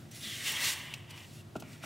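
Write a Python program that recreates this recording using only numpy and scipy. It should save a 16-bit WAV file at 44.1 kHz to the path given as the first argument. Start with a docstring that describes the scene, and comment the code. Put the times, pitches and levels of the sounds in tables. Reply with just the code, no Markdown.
"""An appliance hums low in a small tiled kitchen. Close by, a hand slides a large paperback along a
narrow ledge on the wall: countless tiny slips ring its cover in one swelling rub, with faint squeaks
and ticks from its catching edges. A faint nudge follows. At about 1.55 s the book drops onto the ledge
with a soft knock and a dull thud of pages, then settles under one last faint push."""
import sys
import numpy as np
from scipy import signal
from scipy.fft import rfft, irfft
from scipy.io import wavfile

SR = 44100
rng = np.random.default_rng(int(sys.argv[2]) if len(sys.argv) > 2 else 0)


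def digitize_waveform(pressure):
    """Quantize a signal to 16-bit integers and store it at the path in sys.argv[1].

    Rows of a 2-D input are taken as channels; values are limited to [-1, 1].
    """
    field = np.atleast_2d(pressure).T
    bounded = np.clip(field, -1, 1)
    quanta = np.round(bounded * 32767).astype(np.int16)
    wavfile.write(sys.argv[1], SR, quanta)


N = 81585

# appliance rumble (frequency [Hz], relative level [dB])
RUMBLE_COLOUR = [(20, -26), (35, -16), (50, -14), (72, -9), (95, 6), (125, 4), (180, -5.5), (260, -7),
                 (370, -10.5), (480, -18), (650, -12), (860, -21.5), (1400, -23.5), (3000, -25.5),
                 (8000, -32), (16000, -38.5)]
# stereo width of the rumble (frequency [Hz], side gain [dB])
RUMBLE_SIDE = [(25, -8), (45, 7.5), (80, -26), (180, -7.5), (400, -7), (1500, -1), (12000, -21.5)]
# appliance hum lines (frequency [Hz], level [dB])
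HUM_LINES = [(100, -63), (120, -64), (150, -59), (222, -67), (350, -67.5)]
RUMBLE_DB = -53

# low rustle of the hand's grip (time [s], level [dB])
GRIP_LEVELS = [(0, -52.5), (.08, -67.5), (.18, -61), (.27, -51.5), (.36, -64), (.55, -59.5), (.7, -79),
               (1.6, -65), (1.74, -55.5), (1.805, -70), (1.832, -48.5), (1.85, -44)]
# its colour (frequency [Hz], relative level [dB])
GRIP_COLOUR = [(100, -32), (195, 10), (300, -4), (520, -13), (1000, -23), (1400, -8), (1900, -26),
               (6000, -35)]

# the three strokes (time [s], relative rub level [dB], relative hiss level [dB])
SLIDE_STROKE = [(0, -65, -63.5), (.106, -73, -73), (.114, -62, -60), (.166, -58, -49), (.19, -63, -53),
                (.244, -48, -45.5), (.42, -43.5, -45.5), (.484, -36, -34.5), (.526, -39, -41),
                (.552, -36.5, -41.5), (.596, -36.5, -41.5), (.644, -34, -32.5), (.686, -35.5, -32.5),
                (.712, -39.5, -35.5), (.736, -39.5, -38), (.746, -42.5, -45.5), (.89, -47, -59),
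                (.94, -48.5, -62)]
NUDGE_STROKE = [(0.961, -53, -61.5), (1.071, -60, -84), (1.11, -52, -52.5), (1.129, -53, -65),
                (1.175, -53.5, -57), (1.25, -57, -60), (1.285, -71, -61.5), (1.35, -70, -58),
                (1.412, -73, -61.5)]
PUSH_STROKE = [(1.64, -61, -72), (1.663, -62.5, -66), (1.737, -61.5, -58.5), (1.8, -67.5, -67),
               (1.822, -59, -63), (1.831, -51, -53.5), (1.85, -47.5, -49)]
STROKE_FADE_S, RUB_TRIM_DB, HISS_TRIM_DB = 0.017, -2, 1
SLIPS_PER_S, SLIP_SPREAD_DB, LARGE_SLIP_SHARE = 2500, 3, 0.31
JUDDER_DB, JUDDER_HZ = 0.33, 90
# body of the rub and fine hiss of the paper (frequency [Hz], relative level [dB])
RUB_COLOUR = [(100, -42), (260, -12), (480, -11.5), (680, -12.5), (900, -21), (1200, -6), (1380, -13.5),
              (1620, -0.5), (2100, 2), (2480, -3.5), (2800, 2.5), (3500, -3.5), (4200, -10.5), (6000, -19),
              (16000, -25)]
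HISS_COLOUR = [(300, -21), (900, -17.5), (2000, -1.5), (4000, 4.5), (5600, 2), (7800, 2), (10000, -2.5),
               (13000, -5.5), (16000, -6.5)]
# resonances of the cover (frequency [Hz], width [Hz], relative level [dB])
COVER_MODES = [(1620, 99, -17.5), (1910, 79, -8.5), (1985, 64, -7), (2316, 150, -13), (2702, 67, -10),
               (3320, 64, -14), (3620, 18, -1), (4510, 14, -30), (5590, 73, -6), (7400, 72, -16),
               (9440, 43, -4)]
FLEX_DEPTH, FLEX_HZ = 0.014, 4
# a resonance that sinks as more cover touches (time [s], frequency [Hz], level against the rub [dB])
CONTACT_SWEEP = [(.18, 3600, -23), (.215, 3500, 8), (.25, 3420, 5.5), (.3, 3340, 4), (.36, 3200, 0.5),
                 (.42, 2980, -8), (.48, 3040, -1.5), (.53, 3100, -10), (.8, 3030, -7.5), (1.25, 2840, -2),
                 (1.65, 2260, 0)]
# hollow note of the narrowing gap behind the book (time [s], level against the rub [dB])
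GAP_LEVELS = [(.35, -56), (.47, -16.5), (.66, -12), (.82, -12.5), (1.25, -6), (1.45, -13)]
CONTACT_WIDTH_HZ, GAP_HZ, GAP_WIDTH_HZ = 600, 975, 410

# cover squeaks (start [s], length [s], pitch [Hz], width [Hz], level [dB], share of clean tone [0-1])
COVER_SQUEAKS = [(.107, 0.028, 5920, 398, -54, .3), (0.139, 0.18, 10440, 800, -60.5, 0.15),
                 (0.233, 0.043, 3530, 128, -45, 0.2), (0.334, 0.033, 3190, 128, -43, 0.2),
                 (0.453, 0.042, 2737, 110, -40, 0.3), (0.54, 0.039, 3248, 129, -39.5, 0.4),
                 (0.63, 0.029, 4200, 260, -39, 0.1), (0.971, 0.019, 8200, 700, -56.5, .2),
                 (1.226, 0.21, 7700, 350, -76, 0.1), (1.345, 0.083, 2760, 170, -65, 0),
                 (1.323, 0.1, 11100, 650, -69, 0), (1.65, 0.018, 2310, 159, -54, 0.6)]
SQUEAK_FADE_S, SQUEAK_JITTER = 0.014, 0.724

# edges catching (time [s], level [dB], rise [s], decay [s], treble tilt [dB/octave])
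EDGE_TICKS = [(0.112, -51, .001, 0.012, 9), (0.516, -29, 0.0027, 0.0073, 14),
              (0.9382, -32, .0011, 0.0052, 2.5), (1.104, -39, 0.0051, 0.0048, 6.5),
              (1.175, -41.5, 0.0024, 0.0045, 0), (1.553, -49, 0.0017, 0.0043, 1),
              (1.5606, -43.5, 0.0032, 0.0067, 6), (1.5967, -41, .007, 0.0086, 10),
              (1.6217, -42, 0.0015, 0.0038, -0.5), (1.725, -50, 0.0054, 0.0076, 6)]
# colour of a tick before its tilt (frequency [Hz], relative level [dB])
TICK_COLOUR = [(200, -21), (900, -3), (1900, -7), (2600, 7.5), (3800, -1), (7500, -9.5), (11000, -20.5),
               (16000, -25.5)]
SNAP_HZ, SNAP_DB, SNAP_DECAY_S = 2730, 4.5, 0.0012

# the book lands (time [s], ring level [dB], tilt [dB/octave], roll-off [Hz], page thud level [dB])
LANDINGS = [(1.5534, -30.5, 0.5, 1510, -39), (1.6201, -40, 0, 2600, -52), (1.835, -43.5, 9, 1700, -54)]
# modes of the loaded ledge (frequency [Hz], relative level [dB], t60 [s])
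LEDGE_MODES = [(133.3, 1.5, 0.088), (201, 5, 0.044), (267.4, -14, 0.37), (305, 8, 0.03), (404, 1.5, 0.03),
               (648, 3, 0.032), (787, 1, 0.029), (1013, -2.5, 0.018), (1214, -2, 0.014),
               (1420, -0.5, 0.022), (3000, -21, 0.011), (3800, -6, 0.018)]
BEND_LAG_SCALE_S, KNOCK_RISE_S = 0.0032, 0.003
# dull thud of the block of pages (frequency [Hz], relative level [dB])
PAGES_COLOUR = [(90, 0), (160, -19), (400, 6), (700, -8), (1400, 0), (1800, -22), (4000, -34), (12000, -48)]
PAGES_LAG_S, PAGES_DECAY_S = 0.0025, 0.01

# kitchen reverb (frequency [Hz], t60 [s])
ROOM_DECAY = [(150, 0.64), (1000, 0.94), (4000, 0.03), (14000, 0.35)]
# stereo width of the book's reverb (frequency [Hz], side gain [dB])
ROOM_SIDE = [(150, -19), (700, -21), (1500, -29), (3000, -64), (5000, -55), (7000, -64), (9500, -45),
             (12500, -66)]
ROOM_DB, BOOK_LOW_CUT_HZ, HIGH_CUT_HZ = -16, 105, 15800
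REFLECTION_DELAY_S, REFLECTION_DRIFT_PER_S, REFLECTION_DB = .006, 0.037, -17.5

TIME = np.arange(N) / SR
FREQS = np.fft.rfftfreq(2 * N, 1 / SR)


def amp(db):
    """Decibels to gain."""
    return 10 ** (np.asarray(db) / 20)


def unit(x):
    """Scales to rms 1."""
    return x / np.sqrt(np.mean(x ** 2) + 1e-20)


def curve(points, hz=FREQS):
    """Reads a table on a log-frequency axis."""
    f, value = np.transpose(points)
    return np.interp(np.log(hz + 1), np.log(f + 1), value)


def eq(x, db):
    """Filters by a dB curve over FREQS."""
    return irfft(rfft(x, 2 * N) * amp(db))[:N]


def noise(colour):
    """Steady noise of a given colour."""
    return unit(eq(rng.standard_normal(N), curve(colour)))


def wander(hz):
    """Random modulation that rolls off above the given rate."""
    return unit(eq(rng.standard_normal(N), -20 * np.log10(1 + (FREQS / hz) ** 2)))


def resonate(x, hz, width):
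    """A resonance whose pitch can glide."""
    turn = np.exp(2j * np.pi * np.cumsum(hz * np.ones(N)) / SR)
    pole = np.exp(-np.pi * width / SR)
    return 2 * (turn * signal.lfilter([1 - pole], [1, -pole], x / turn)).real


def burst(start, rise, decay):
    """Envelope with a quick attack and an exponential fall."""
    age = np.maximum(TIME - start, 0)
    return np.minimum(age / rise, 1) * np.exp(-age / decay)


def appliance():
    """A bed of rumble and wavering hum, as mid and side."""
    hum = np.zeros(N)
    for hz, db in HUM_LINES:
        phase = 2 * np.pi * (hz * TIME + rng.random()) + 0.53 * wander(0.75)
        hum += amp(db) * np.sqrt(2) * np.sin(phase)
    mid = amp(RUMBLE_DB) * noise(RUMBLE_COLOUR) + hum
    side = amp(RUMBLE_DB) * eq(noise(RUMBLE_COLOUR), curve(RUMBLE_SIDE))
    return mid, side


def grip():
    """The hand shifts its grip with a low rustle."""
    return amp(np.interp(TIME, *np.transpose(GRIP_LEVELS))) * noise(GRIP_COLOUR)


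def slips():
    """Paper friction: countless tiny slips with some larger ones among them."""
    sizes = amp(SLIP_SPREAD_DB * np.minimum(rng.exponential(1, N), 4)) * rng.choice([-1, 1], N)
    large = unit(sizes * (rng.random(N) < SLIPS_PER_S / SR))
    return np.sqrt(LARGE_SLIP_SHARE) * large + np.sqrt(1 - LARGE_SLIP_SHARE) * rng.standard_normal(N)


def slip_band(hz, width):
    """Slips through one steep resonance."""
    return unit(resonate(resonate(slips(), hz, width), hz, width))


def reflections(x):
    """Adds close bounces off tiles and ledge, whose paths drift as the book moves; rms 1."""
    out = x
    for length, drift, sign in rng.uniform(-1.008, 1, size=(8, 3)):
        delay = REFLECTION_DELAY_S * (.55 + .45 * length) * (1 + REFLECTION_DRIFT_PER_S * drift * TIME)
        out = out + np.sign(sign) * amp(REFLECTION_DB) * np.interp(TIME - delay, TIME, x)
    return unit(out)


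def cover(colour):
    """Slips ring the cover, whose resonances shift as it flexes."""
    friction = slips()
    flex = 1 + FLEX_DEPTH * wander(FLEX_HZ)
    ring = sum(2 * amp(db) * resonate(friction, hz * flex, width) for hz, width, db in COVER_MODES)
    return reflections(eq(friction + ring, curve(colour)))


def rubbing():
    """The cover drags along wall and ledge, juddering slightly."""
    rub_gain, hiss_gain = np.zeros((2, N))
    for stroke in (SLIDE_STROKE, NUDGE_STROKE, PUSH_STROKE):
        times, rub_db, hiss_db = np.transpose(stroke)
        moving = np.clip(1 + np.minimum(TIME - times[0], times[-1] - TIME) / STROKE_FADE_S, 0, 1)
        rub_gain += moving * amp(np.interp(TIME, times, rub_db) + RUB_TRIM_DB)
        hiss_gain += moving * amp(np.interp(TIME, times, hiss_db) + HISS_TRIM_DB)
    times, hz, db = np.transpose(CONTACT_SWEEP)
    sweep = slip_band(np.interp(TIME, times, hz), CONTACT_WIDTH_HZ)
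    contact = reflections(sweep) * amp(np.interp(TIME, times, db))
    gap = slip_band(GAP_HZ, GAP_WIDTH_HZ) * amp(np.interp(TIME, *np.transpose(GAP_LEVELS)))
    rub = rub_gain * (cover(RUB_COLOUR) + contact + gap)
    hiss = hiss_gain * cover(HISS_COLOUR)
    return (rub + hiss) * amp(JUDDER_DB * wander(JUDDER_HZ))


def squeaks():
    """The glossy cover squeaks: narrow-band friction, a share of it locking into a wavering tone."""
    out = np.zeros(N)
    for start, length, hz, width, db, clean in COVER_SQUEAKS:
        fade = np.clip(np.minimum(TIME - start, start + length - TIME) / SQUEAK_FADE_S, 0, 1)
        tone = 0
        if clean > 0:
            pitch = hz + SQUEAK_JITTER * width * wander(width)
            tone = np.sqrt(2 * clean) * np.sin(2 * np.pi * np.cumsum(pitch) / SR)
        out += amp(db) * fade * (tone + np.sqrt(1 - clean) * slip_band(hz, width))
    return out


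def ticks():
    """Edges catch and let go: a ringing snap, stronger in dull ticks, and a short cluster of slips."""
    out = np.zeros(N)
    octaves = np.log2(np.maximum(FREQS, 500) / 4000)
    for start, db, rise, decay, tilt in EDGE_TICKS:
        cluster = burst(start, rise, decay) * unit(eq(slips(), curve(TICK_COLOUR) + tilt * octaves))
        snap = burst(start, rise, SNAP_DECAY_S) * np.sin(2 * np.pi * SNAP_HZ * (TIME - start))
        out += amp(db) * (cluster + amp(SNAP_DB - tilt) * snap)
    return out


def knocks():
    """The book lands and settles, briefly ringing the ledge; soft contact keeps the high modes quiet."""
    out = np.zeros(N)
    for start, level_db, tilt, rolloff_hz, _ in LANDINGS:
        for hz, db, t60 in LEDGE_MODES:
            ratio = hz / 500
            arrival = start + BEND_LAG_SCALE_S * max(ratio ** -.5 - .5, 0)  # bass travels slower
            envelope = burst(arrival, KNOCK_RISE_S, t60 / np.log(1000))
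            gain = amp(level_db + db + tilt * np.log2(ratio)) / np.hypot(1, (hz / rolloff_hz) ** 2)
            out += gain * envelope * np.sin(2 * np.pi * hz * (TIME - arrival))
    return out


def page_thuds():
    """The pages thud together just after each knock."""
    blows = sum(amp(db) * burst(start + PAGES_LAG_S, KNOCK_RISE_S, PAGES_DECAY_S)
                for start, *_, db in LANDINGS)
    return blows * noise(PAGES_COLOUR)


def room(x):
    """Short diffuse tail of the tiled kitchen."""
    hz, t, spectrum = signal.stft(rng.standard_normal(SR // 2), SR, nperseg=256)
    decay = amp(-60 * t / curve(ROOM_DECAY, hz)[:, None])
    tail = signal.istft(spectrum * decay, SR, nperseg=256)[1]
    tail *= np.minimum(np.arange(len(tail)) / SR / 0.0034, 1)  # soft attack
    return signal.fftconvolve(x, tail / np.linalg.norm(tail))[:N]


def scene():
    """The book dead centre, too small to radiate deep bass; room and rumble give a little width."""
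    low_cut = signal.butter(2, BOOK_LOW_CUT_HZ, "highpass", fs=SR, output="sos")
    book = signal.sosfilt(low_cut, rubbing() + squeaks() + ticks() + knocks() + grip() + page_thuds())
    bed_mid, bed_side = appliance()
    mid = book + amp(ROOM_DB) * room(book) + bed_mid
    side = eq(room(book), curve(ROOM_SIDE)) + bed_side
    return np.array([mid + side, mid - side])


def record(dry):
    """A steep high cut trims the top of the mix."""
    high_cut = signal.firwin(767, HIGH_CUT_HZ, window=("kaiser", 9), fs=SR)
    return signal.oaconvolve(dry, high_cut[None], "same")


dry = scene()
out = record(dry)
digitize_waveform(out)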